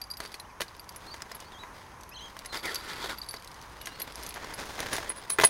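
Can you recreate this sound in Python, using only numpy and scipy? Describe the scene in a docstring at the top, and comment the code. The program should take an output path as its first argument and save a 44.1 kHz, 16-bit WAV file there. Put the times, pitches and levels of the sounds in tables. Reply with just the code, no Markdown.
"""Straining a fence wire

Outdoors, close to the microphone, gloved hands fit a steel chain strainer to a fence wire.
Chain, jaws and a loose part ring as decaying modes with noise at each contact; the grip clacks shut at the end.
Glove, sleeve and wire rub as dense random slips of filtered noise, and two pushes squeal.
Behind them small birds call in gliding whistles over the low hum of open country and moving air."""
import sys
import numpy as np
from scipy import signal
from scipy.fft import rfft, irfft
from scipy.io import wavfile
from scipy.ndimage import uniform_filter1d

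SR = 44100
rng = np.random.default_rng(int(sys.argv[2]) if len(sys.argv) > 2 else 0)


def digitize_waveform(pressure):
    """Quantize a signal to 16-bit integers and store it at the path in sys.argv[1].

    Rows of a 2-D input are taken as channels; values are limited to [-1, 1].
    """
    field = np.atleast_2d(pressure).T
    bounded = np.clip(field, -1, 1)
    quanta = np.round(bounded * 32767).astype(np.int16)
    wavfile.write(sys.argv[1], SR, quanta)


N = 242356
TIME = np.arange(N) / SR
RING_TIME = np.arange(SR // 3) / SR  # every single hit lasts a third of a second

LINK_HZ = 4654  # pitch of an ordinary link
# clear clinks of the chain, levels before the trims in chain():
# [t/s, contact tick level/dB, low ring level/dB, high ring level/dB, link pitch f/Hz]
CLINK_EVENTS = [(0.0158, -38, -32.5, -36.5, 4700), (0.0394, -48, -39.5, -51, 4750),
                (0.1023, -54, -36.5, -43, 4760), (0.1113, -51, -30, -40.5, 4770),
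                (0.137, -51, -38, -54, 4800), (0.1705, -42, -41.5, -43.5, 4750),
                (0.2029, -34, -36, -60, 4530), (0.26, -53, -38, -66, 4700), (0.3416, -56, -35.5, -61, 4360),
                (0.3979, -37, -39, -45, 4030), (0.6818, -49, -43, -69, 4700), (0.7954, -45, -38, -46, 4760),
                (0.8914, -39, -39.5, -46, 4750), (0.961, -38, -58, -40.5, 4700),
                (1.2208, -32, -38.5, -62, 5060), (1.3178, -38, -40, -66, 5100),
                (1.3482, -59, -50, -38, 4660), (1.4025, -38.5, -66, -58, 4660),
                (2.0098, -45, -63, -61, 4570), (2.0343, -43.5, -55, -52, 4500),
                (2.092, -48, -60, -46, 4660), (2.391, -36, -42, -59, 4660), (2.4588, -35, -48, -37.5, 4630),
                (2.572, -44, -33, -45, 4700), (2.7455, -29, -34, -33.5, 4730),
                (2.7572, -31, -28.5, -37, 4682), (3.1844, -56, -38, -38, 4697),
                (3.2163, -55, -30, -56, 4660), (3.2327, -48, -42, -62, 4600),
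                (3.2882, -44, -34, -33.5, 4610), (3.3102, -43, -34, -41, 4603),
                (3.3414, -41, -39, -63, 4620), (3.367, -58, -38, -66, 4740), (3.475, -38.5, -52, -52, 4650),
                (3.814, -36, -57, -42, 4660), (3.8577, -33, -52, -43, 4660), (3.9992, -44, -42, -34, 4660),
                (4.018, -33, -41, -28.5, 4200), (4.1565, -34, -59, -42.5, 4580),
                (4.2332, -35.5, -46, -40.5, 4610), (4.2644, -32, -57, -43, 4330),
                (4.2902, -40, -43, -36, 4660), (4.341, -38, -58, -45, 4660), (4.54, -53, -41, -38.5, 4750),
                (4.8037, -26, -58, -41, 4666)]
# spells in which the chain jostles; slack links ring, held links only tick:
# [start t/s, end t/s, touches per s, mean tick level/dB, mean low ring level/dB]
JOSTLE_SPELLS = [(0, .2, 18.3, -69, -58), (.205, .39, 35, -51, -51.5), (0.652, 1.195, 8, -53, -65),
                 (2.56, 2.816, 70, -57, -45.5), (2.825, 3.385, 45, -55, -50.5),
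                 (3.401, 3.619, 23, -46.5, -58), (4.102, 4.7, 13.1, -44, -54)]


def chain(tick_db=-4.0, low_db=-2.5, high_db=-2, spread_db=2.0, faint_high_db=-7):
    """Clear clinks of swinging links, with many faint touches between them."""
    out = np.zeros(N)
    for s, contact_db, low_ring_db, high_ring_db, pitch_hz in CLINK_EVENTS:
        hit = clink(contact_db + tick_db, low_ring_db + low_db, high_ring_db + high_db, pitch_hz)
        add(out, s, hit)
    for start, end, per_s, contact_db, ring_db in JOSTLE_SPELLS:
        for slot in np.arange(start, end, 1 / per_s):
            mean_levels = [contact_db, ring_db, ring_db + faint_high_db]
            levels = mean_levels + spread_db * rng.standard_normal(3)
            add(out, slot + rng.random() / per_s, clink(*levels, LINK_HZ))
    return out


# modes of a chain link, low group as on an ordinary link: [f/Hz, relative level/dB, t60/s]
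LINK_LOW_MODES = [(3940, -12, 0.019), (4270, -28, 0.023), (4626, 0.5, 0.036), (4820, -1.5, 0.013)]
# modes of a chain link, high group: [f/Hz, relative level/dB, t60/s]
LINK_HIGH_MODES = [(8400, -15, 0.051), (10200, -1.5, 0.063), (10790, 8.5, 0.054), (12050, -11, 0.092),
                   (11420, 12.5, 0.028), (12100, -22, .08), (12200, -45, 0.067), (15700, -28, .04)]
# spectrum of the contact tick: [f/Hz, relative level/dB]
TICK_SPECTRUM = [(600, -61), (2000, 8.5), (3800, 8), (6000, 13), (7200, 2.5), (9000, 7.5), (12000, -1),
                 (15500, -5)]


def clink(contact_db, low_db, high_db, pitch_hz):
    """One link touches another: a tick and two groups of modes, the low group tuned to the link's pitch."""
    contact = colour(burst(t60=0.003, tail_t60=0.054, tail_db=-31), TICK_SPECTRUM)
    tick = peaked(chatter(contact, t60=0.018), contact_db)
    tuned_modes = np.array(LINK_LOW_MODES) * [pitch_hz / LINK_HZ, 1, 1]
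    low = peaked(chatter(ring(tuned_modes, detune=0.0032, scatter=0.71), t60=0.018), low_db)
    high = peaked(chatter(ring(LINK_HIGH_MODES, detune=0.0085, scatter=1.0), t60=0.03), high_db)
    return tick + low + high


# jaws and lever knocking on wire and chain, ending in the clack of the grip; the body level is
# before the trims in jaws(): [t/s, body level/dB, crack level/dB]
KNOCK_EVENTS = [(0.203, -33.5, -38.5), (0.251, -38.5, -40.5), (0.342, -41, -37), (0.602, -35, -48),
                (0.6065, -31, -29.5), (0.617, -28.5, -29), (1.142, -37, -42.5), (1.205, -44, -58),
                (1.221, -39.5, -60), (1.262, -49, -67), (1.315, -38, -55), (1.635, -39.5, -66),
                (2.367, -40, -48.5), (2.449, -42, -46), (2.555, -32, -43), (2.6549, -36, -31.5),
                (3.042, -33.5, -40), (3.34, -35.5, -42.5), (3.871, -33, -35.5), (4.002, -42, -39),
                (4.791, -32, -38), (4.805, -35, -38), (4.930, -31.5, -27), (4.965, -48, -30),
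                (4.982, -28, -38), (5.101, -32.5, -47), (5.302, -32, -27), (5.3855, -19.5, -52),
                (5.3884, -18, -39), (5.399, -17.5, -32), (5.4118, -20, -27), (5.420, -25.5, -29),
                (5.436, -14.5, -25), (5.4396, -16, -18), (5.446, -17.5, -23.5), (5.472, -42, -35)]
# modes of the strainer's jaws, ungloved: [f/Hz, relative level/dB, t60 before damping/s]
STRAINER_MODES = [(330, -14, 0.09), (440, -11, 0.12), (666, 1.5, 0.066), (975, 7.5, 0.023),
                  (1043, 1, 0.061), (1120, -14, 0.04), (1397, 4.5, 0.025), (1630, -5, 0.17),
                  (1750, 11, 0.016), (2025, 6, 0.057), (2423, 1, 0.039), (2600, -13, 0.04),
                  (3320, -19, 0.016), (4250, -13, 0.02), (6640, -7.5, 0.064)]
# spectrum of the dull body, for knocks and grinding: [f/Hz, relative level/dB]
THUD_SPECTRUM = [(60, -70), (160, -33), (290, 5), (450, 7.5), (700, -4), (1100, 5), (2000, -6.5),
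                 (3000, -3.5), (4500, -12.5), (8000, -22.5), (15000, -20)]
# spectrum of the bright edge, for knocks and grinding: [f/Hz, relative level/dB]
CRACK_SPECTRUM = [(800, 1.5), (2500, 3), (4200, 4.5), (6500, 0), (7700, -6), (9200, 0.5), (12000, -5.5),
                  (15500, -13)]


def jaws(thud_db=-5, modes_db=-2.0, damping=1.33):
    """Heavy steel parts, damped by the glove: a crack, a thud and a short clang."""
    out = np.zeros(N)
    for s, body_db, crack_db in KNOCK_EVENTS:
        thud = colour(burst(t60=0.013, tail_t60=0.084, tail_db=-19), THUD_SPECTRUM)
        clang = ring(STRAINER_MODES, detune=.0015, scatter=.25, damping=damping)
        edge = colour(burst(t60=0.014, tail_t60=0.096, tail_db=-7), CRACK_SPECTRUM)
        crack = chatter(edge, t60=0.0097)
        body = peaked(thud, body_db + thud_db) + peaked(clang, body_db + modes_db)
        add(out, s, body + peaked(crack, crack_db))
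    return out


BOUNCE_GAP_S, BOUNCE_LOSS_DB_PER_S = .011, 90
# a free-hanging steel part struck: [t/s, level of first bounce before buzz/dB, bouncing time/s]
PING_EVENTS = [(4.933, -35, .018), (5.094, -28, 0.005), (5.16, -45.5, .03), (5.298, -28, .04),
               (5.448, -10, 0.005)]
# modes of the free-hanging part: [f/Hz, relative level/dB, t60/s]
HANGING_MODES = [(8950, -28, 0.046), (9760, -22, 0.084), (9900, -3.5, 0.079), (10030, -20, 0.063),
                 (10370, -12, 0.094), (10760, -18, .07), (12200, -33, .11), (14100, -36, .065),
                 (14620, -38, .1)]


def pings(build_s=0.0005):
    """Loose steel bounces ever more weakly; its high ring builds up during contact, beats and buzzes."""
    out = np.zeros(N)
    for s, db, bouncing_s in PING_EVENTS:
        for lag in np.arange(0, bouncing_s, BOUNCE_GAP_S):
            tone = ring(HANGING_MODES, detune=.0007, scatter=.12)
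            build_up = 1 - np.exp(-RING_TIME / build_s)
            add(out, s + lag, peaked(tone * build_up, db - BOUNCE_LOSS_DB_PER_S * lag))
    buzz = undb(1.5 * walk(400))
    return out * buzz


GRIND_ATTACK_S, GRIND_RELEASE_S = 0.015, .14
# the jaws grinding shut on the wire: [t/s, length/s, body level/dB, hiss level/dB]
GRIND_STROKES = [(5.39, 0.043, -41, -35.5)]


def grind():
    """Between its knocks the closing grip grates on the wire in dense slips."""
    slips = friction(grains_per_s=1800, spread_db=0.5, smooth_db=-7, jerk_db=2.5)
    body, hiss = colour(slips, THUD_SPECTRUM), colour(slips, CRACK_SPECTRUM)
    return strokes(GRIND_STROKES, body, hiss, GRIND_ATTACK_S, GRIND_RELEASE_S)


PUSH_ATTACK_S, PUSH_RELEASE_S = 0.011, 0.17
SQUEAL_SAG_HZ_PER_S = 7300
# pushes of the grip along the wire, levels before the trim in scrape():
# [t/s, length/s, body level/dB, hiss level/dB]
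PUSH_STROKES = [(2.52, 0.05, -34, -46), (2.625, 0.096, -36, -52), (2.72, .15, -43, -61),
                (2.875, 0.19, -38.5, -56), (3.085, 0.027, -34.5, -50)]
# two of the pushes make the wire squeal: [t/s, length/s, starting pitch f/Hz, level/dB]
SQUEAL_EVENTS = [(2.631, 0.087, 2290, -37.5), (3.085, 0.069, 1706, -38.5)]
# resonances of the wire as the grip scrapes along it: [f/Hz, width/Hz, mean relative level/dB]
WIRE_RESONANCES = [(384, 230, 4.5), (945, 270, 1), (1340, 190, 5), (1720, 120, 0), (1980, 96, 1.5),
                   (3300, 490, -2.5), (4440, 82, -10)]
# spectrum of the rub, for scrape and gloves: [f/Hz, relative level/dB]
RUB_SPECTRUM = [(50, 0.5), (150, -4), (350, 1.5), (700, -2), (1200, -1), (1900, -2), (2700, -5.5),
                (4500, -1), (6000, -19.5), (15000, -32)]
# spectrum of the fine hiss, for scrape and gloves: [f/Hz, relative level/dB]
HISS_SPECTRUM = [(1500, -16), (3500, 7), (4700, 18.5), (5500, 6), (7600, 0.5), (9000, 2), (11000, -5),
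                 (13000, -6.5), (15500, -6)]


def scrape(rub_db=-2, shift_db=4.0, trim_db=-1, squeal_width_hz=170):
    """The grip is pushed along the wire; resonances come and go, two pushes squeal with a falling pitch."""
    slips = friction(grains_per_s=2100, spread_db=2.5, smooth_db=-3, jerk_db=0.3)
    wire = np.zeros(N)
    for hz, width, db in WIRE_RESONANCES:
        resonance = signal.lfilter(*signal.iirpeak(hz, hz / width, fs=SR), slips)
        wire += undb(db + shift_db * walk(16)) * resonance
    body = unit(wire) + undb(rub_db) * unit(colour(slips, RUB_SPECTRUM))
    hiss = colour(slips, HISS_SPECTRUM)
    out = undb(trim_db) * strokes(PUSH_STROKES, body, hiss, PUSH_ATTACK_S, PUSH_RELEASE_S)
    flutter = unit(signal.lfilter(*signal.butter(2, squeal_width_hz, fs=SR), slips))
    for s, length, start_hz, db in SQUEAL_EVENTS:
        age = np.clip(TIME - s, 0, length)
        tone = np.sin(2 * np.pi * np.cumsum(start_hz - SQUEAL_SAG_HZ_PER_S * age) / SR)
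        swell = np.sin(np.pi * age / length)
        out += undb(db) * swell * unit(flutter * tone)
    return out


SWEEP_ATTACK_S, SWEEP_RELEASE_S = 0.014, 0.24
HANDLING_ATTACK_S, HANDLING_RELEASE_S = 0.034, 0.62
# spells of light handling of the wire: [t/s, length/s, rub level/dB]
HANDLING_SPELLS = [(0.174, 0.093, -48.5), (0.598, 0.46, -57), (0.91, 0.61, -52.5), (1.717, 0.098, -50.5),
                   (2.18, 1.7, -52.5), (3.77, 1.69, -48)]
# sweeps of the sleeve as the arm swings round: [t/s, length/s, body level/dB, hiss level/dB]
SLEEVE_SWEEPS = [(4.14, 0.15, -54, -52.5), (4.34, 0.19, -45.5, -55), (4.575, 0.048, -41.5, -46),
                 (4.65, 0.11, -47.5, -47.5), (4.77, 0.12, -40, -47), (4.903, 0.059, -37.5, -39.5),
                 (4.99, 0.057, -42, -49.5)]
# spectrum of the sleeve's body: [f/Hz, relative level/dB]
SLEEVE_SPECTRUM = [(60, 0), (200, -5), (480, 1), (900, 0), (1300, -3.5), (1800, 2), (2800, -8.5),
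                   (4500, -12.5), (6500, -17.5), (15000, -43)]
# spectrum of the sleeve's hiss: [f/Hz, relative level/dB]
SLEEVE_HISS_SPECTRUM = [(1500, 1.5), (3500, 3.5), (5000, 3), (6500, 2), (7700, -5.5), (9300, -2),
                        (11000, -7), (15500, -13)]


def gloves(light_hiss_db=-7):
    """Sleeve and glove crumple in small slips as the arm swings round; light handling comes in spells."""
    slips = friction(grains_per_s=1200, spread_db=-3.0, smooth_db=-5.0, jerk_db=2.53)
    light_hiss = undb(light_hiss_db) * unit(colour(slips, HISS_SPECTRUM))
    light = unit(colour(slips, RUB_SPECTRUM)) + light_hiss
    spells = [undb(db) * envelope(s, length, HANDLING_ATTACK_S, HANDLING_RELEASE_S)
              for s, length, db in HANDLING_SPELLS]
    effort = np.max(spells, axis=0)
    creases = friction(grains_per_s=670, spread_db=3.5, smooth_db=-1.5, jerk_db=0.2)
    body = colour(creases, SLEEVE_SPECTRUM) * undb(1.14 * walk(45))
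    hiss = colour(creases, SLEEVE_HISS_SPECTRUM)
    swing = strokes(SLEEVE_SWEEPS, body, hiss, SWEEP_ATTACK_S, SWEEP_RELEASE_S)
    return effort * light + swing


# bird notes: [t/s, length/s, start f/Hz, end f/Hz, mid-note arch/Hz, direct level/dB]
BIRD_NOTES = [(0.443, 0.017, 2660, 3080, 88, -59), (0.495, 0.021, 2650, 2200, 0, -55),
              (1.066, 0.036, 3980, 3950, 348, -45.5), (1.099, 0.045, 4130, 4340, 373, -44),
              (1.448, 0.044, 4340, 4620, 0, -56), (1.406, .04, 3130, 3040, -150, -58.5),
              (1.515, .085, 3930, 3830, -650, -51), (1.588, 0.049, 3860, 3820, 74, -48),
              (2.113, 0.036, 2500, 3330, -250, -47.5), (2.142, 0.023, 4260, 3850, 130, -43),
              (2.159, 0.033, 3280, 3550, -300, -42.5), (2.188, 0.013, 4130, 3850, 100, -43),
              (2.188, 0.097, 2740, 2996, 375, -44.5), (2.483, 0.06, 4270, 4360, -200, -45),
              (3.78, 0.19, 3000, 2850, -74, -55.5), (3.902, 0.083, 3790, 4300, 272, -51)]
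# low notes are reedier: [pitch f/Hz, octave level relative to the note/dB]
OCTAVE_LEVELS = [(3100, -7), (3700, -22)]


def birds(trees_db=-8, waver=0.011):
    """Gliding, arched whistles with a weak octave, scattered a little by the trees."""
    out = np.zeros(N)
    for s, length, start_hz, end_hz, arch_hz, db in BIRD_NOTES:
        u = np.linspace(0, 1, int(length * SR))
        arch = np.abs(np.sin(np.pi * u))
        glide_hz = start_hz + (end_hz - start_hz) * u + arch_hz * arch
        hz = glide_hz * (1 + waver * walk(357)[:len(u)])
        phase = 2 * np.pi * np.cumsum(hz) / SR
        octave = undb(np.interp(hz, *np.transpose(OCTAVE_LEVELS)))
        whistle = np.sin(phase) + octave * np.sin(2 * phase)
        add(out, s, undb(db) * np.sqrt(arch) * whistle)
    trees = rng.standard_normal(len(RING_TIME)) * fade(0.21)
    scattered = signal.fftconvolve(out, trees / np.linalg.norm(trees))[:N]
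    return out + undb(trees_db) * scattered


# spectrum of the air over open country: [f/Hz, relative level/dB]
COUNTRY_SPECTRUM = [(15, -19), (25, -28), (64, 1), (215, -6), (331, -9.5), (722, -7.5), (997, 0),
                    (1240, -7.5), (2010, -11.5), (2700, -20), (4620, -25.5), (6380, -20), (7500, -32),
                    (10400, -26), (15500, -38)]


def country(air_db=-51.5, drone_hz=55, drone_db=-62, road_hz=1000, road_db=-59):
    """Outdoor air as slowly drifting noise, a low wavering drone and a far road as resonant noise."""
    air = unit(colour(rng.standard_normal(N), COUNTRY_SPECTRUM)) * undb(air_db + 1.2 * walk(5.73))
    wavering_hz = drone_hz * (1 + 0.046 * walk(21.8))
    drone = unit(np.sin(2 * np.pi * np.cumsum(wavering_hz) / SR) * undb(5.9 * walk(3.9)))
    road = unit(signal.lfilter(*signal.iirpeak(road_hz, 3.5, fs=SR), rng.standard_normal(N)))
    return air + undb(drone_db) * drone + undb(road_db) * road


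# low rumble of moving air, interpolated between points: [t/s, level/dB]
RUMBLE_LEVELS = [(0, -65), (2.6, -59), (4.4, -60), (4.97, -58), (5.2, -69)]


def rumble(corner_hz=70):
    """Moving air buffets the microphone softly: noise in a band from 22 Hz to the corner."""
    band = signal.butter(2, [22, corner_hz], "band", fs=SR, output="sos")
    gust = signal.sosfilt(band, rng.standard_normal(N))
    return unit(gust) * undb(np.interp(TIME, *np.transpose(RUMBLE_LEVELS)))


def burst(t60, tail_t60, tail_db):
    """A contact: a short crush, then weak scatter from nearby things."""
    return rng.standard_normal(len(RING_TIME)) * (fade(t60) + undb(tail_db) * fade(tail_t60))


def ring(modes, detune, scatter, damping=1):
    """Decaying modes; each blow lands elsewhere and shares its energy differently."""
    mode_hz, db, t60 = np.transpose(modes)
    shift, size, side = rng.standard_normal((3, len(mode_hz)))
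    gains = undb(db) * np.exp(scatter * size) * np.sign(side)
    shifted_hz = mode_hz * (1 + detune * shift)
    return sum(gain * np.sin(2 * np.pi * hz * RING_TIME) * fade(decay / damping)
               for gain, hz, decay in zip(gains, shifted_hz, t60))


def chatter(x, t60):
    """A loose part buzzes against its neighbour for a moment, so its ring builds up unevenly."""
    count = len(RING_TIME)
    touches = rng.standard_normal(count) * (rng.random(count) < 1500 / SR) * fade(t60)
    touches[0] = 1
    return signal.fftconvolve(x, touches)[:len(x)]


def friction(grains_per_s, spread_db, smooth_db, jerk_db):
    """Surfaces catch and let go: dense uneven slips, each a few milliseconds long, coming in jerks."""
    sizes = undb(spread_db * np.minimum(rng.exponential(size=N), 3))
    slips = (rng.random(N) < grains_per_s / SR) * rng.standard_normal(N) * sizes
    power = signal.lfilter([1], [1, -np.exp(-1 / (0.0011 * SR))], slips ** 2)
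    grain = np.sqrt(power) * rng.standard_normal(N)
    return (unit(grain) + undb(smooth_db) * rng.standard_normal(N)) * undb(jerk_db * walk(70))


def envelope(s, length, attack_s, release_s):
    """One movement: it builds up, holds, then dies away by 60 dB over the release."""
    attack = np.clip((TIME - s) / attack_s, 0, 1)
    return attack * np.exp(-np.log(1000) * np.maximum(TIME - s - length, 0) / release_s)


def strokes(rows, body, hiss, attack_s, release_s):
    """Rubbing movements that share one envelope, each with its own amount of body and hiss."""
    power = sum(np.outer(undb([body_db, hiss_db]), envelope(s, length, attack_s, release_s)) ** 2
                for s, length, body_db, hiss_db in rows)
    return unit(body) * np.sqrt(power[0]) + unit(hiss) * np.sqrt(power[1])


def colour(x, points):
    """Causal minimum-phase filter with a (f/Hz, level/dB) response, made by folding the cepstrum."""
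    hz, db = np.transpose(points)
    size = 8192
    grid = np.maximum(np.arange(size // 2 + 1) * SR / size, 1)
    cepstrum = irfft(np.log(undb(np.interp(np.log(grid), np.log(hz), db))))
    cepstrum[1:size // 2] *= 2
    cepstrum[size // 2 + 1:] = 0
    return signal.fftconvolve(x, irfft(np.exp(rfft(cepstrum))))[:len(x)]


def walk(rate):
    """Smooth random drift with spread 1, taking this many steps per second."""
    k = max(int(SR / rate), 1)
    steps = np.repeat(rng.standard_normal(N // k + 1), k)
    return unit(uniform_filter1d(steps, k)[:N])


def fade(t60):
    """Exponential decay, 60 dB down after t60 seconds."""
    return np.exp(-np.log(1000) * RING_TIME / t60)


def peaked(x, db):
    """Scale a hit so that its loudest 3 ms have this level."""
    return x * undb(db) / np.sqrt(uniform_filter1d(x ** 2, size=128, mode="constant").max())


def add(track, s, hit):
    """Mix a hit into the track at time s."""
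    i = max(int(s * SR), 0)
    track[i:i + len(hit)] += hit[:max(N - i, 0)]


def undb(db):
    """Decibels to gain."""
    return 10 ** (np.asarray(db) / 20)


def unit(x):
    """Scale to rms 1."""
    return x / np.sqrt(np.mean(x ** 2))


def scene():
    """All sources at one microphone."""
    steel = chain() + jaws() + pings() + grind()
    rubbing = scrape() + gloves()
    background = birds() + country() + rumble()
    return (steel + rubbing + background)[None]


def record(dry, top_hz=15800):
    """The recorder cuts the top with a steep low-pass."""
    return signal.sosfilt(signal.ellip(10, .2, 80, top_hz, fs=SR, output="sos"), dry)


dry = scene()
out = record(dry)
digitize_waveform(out)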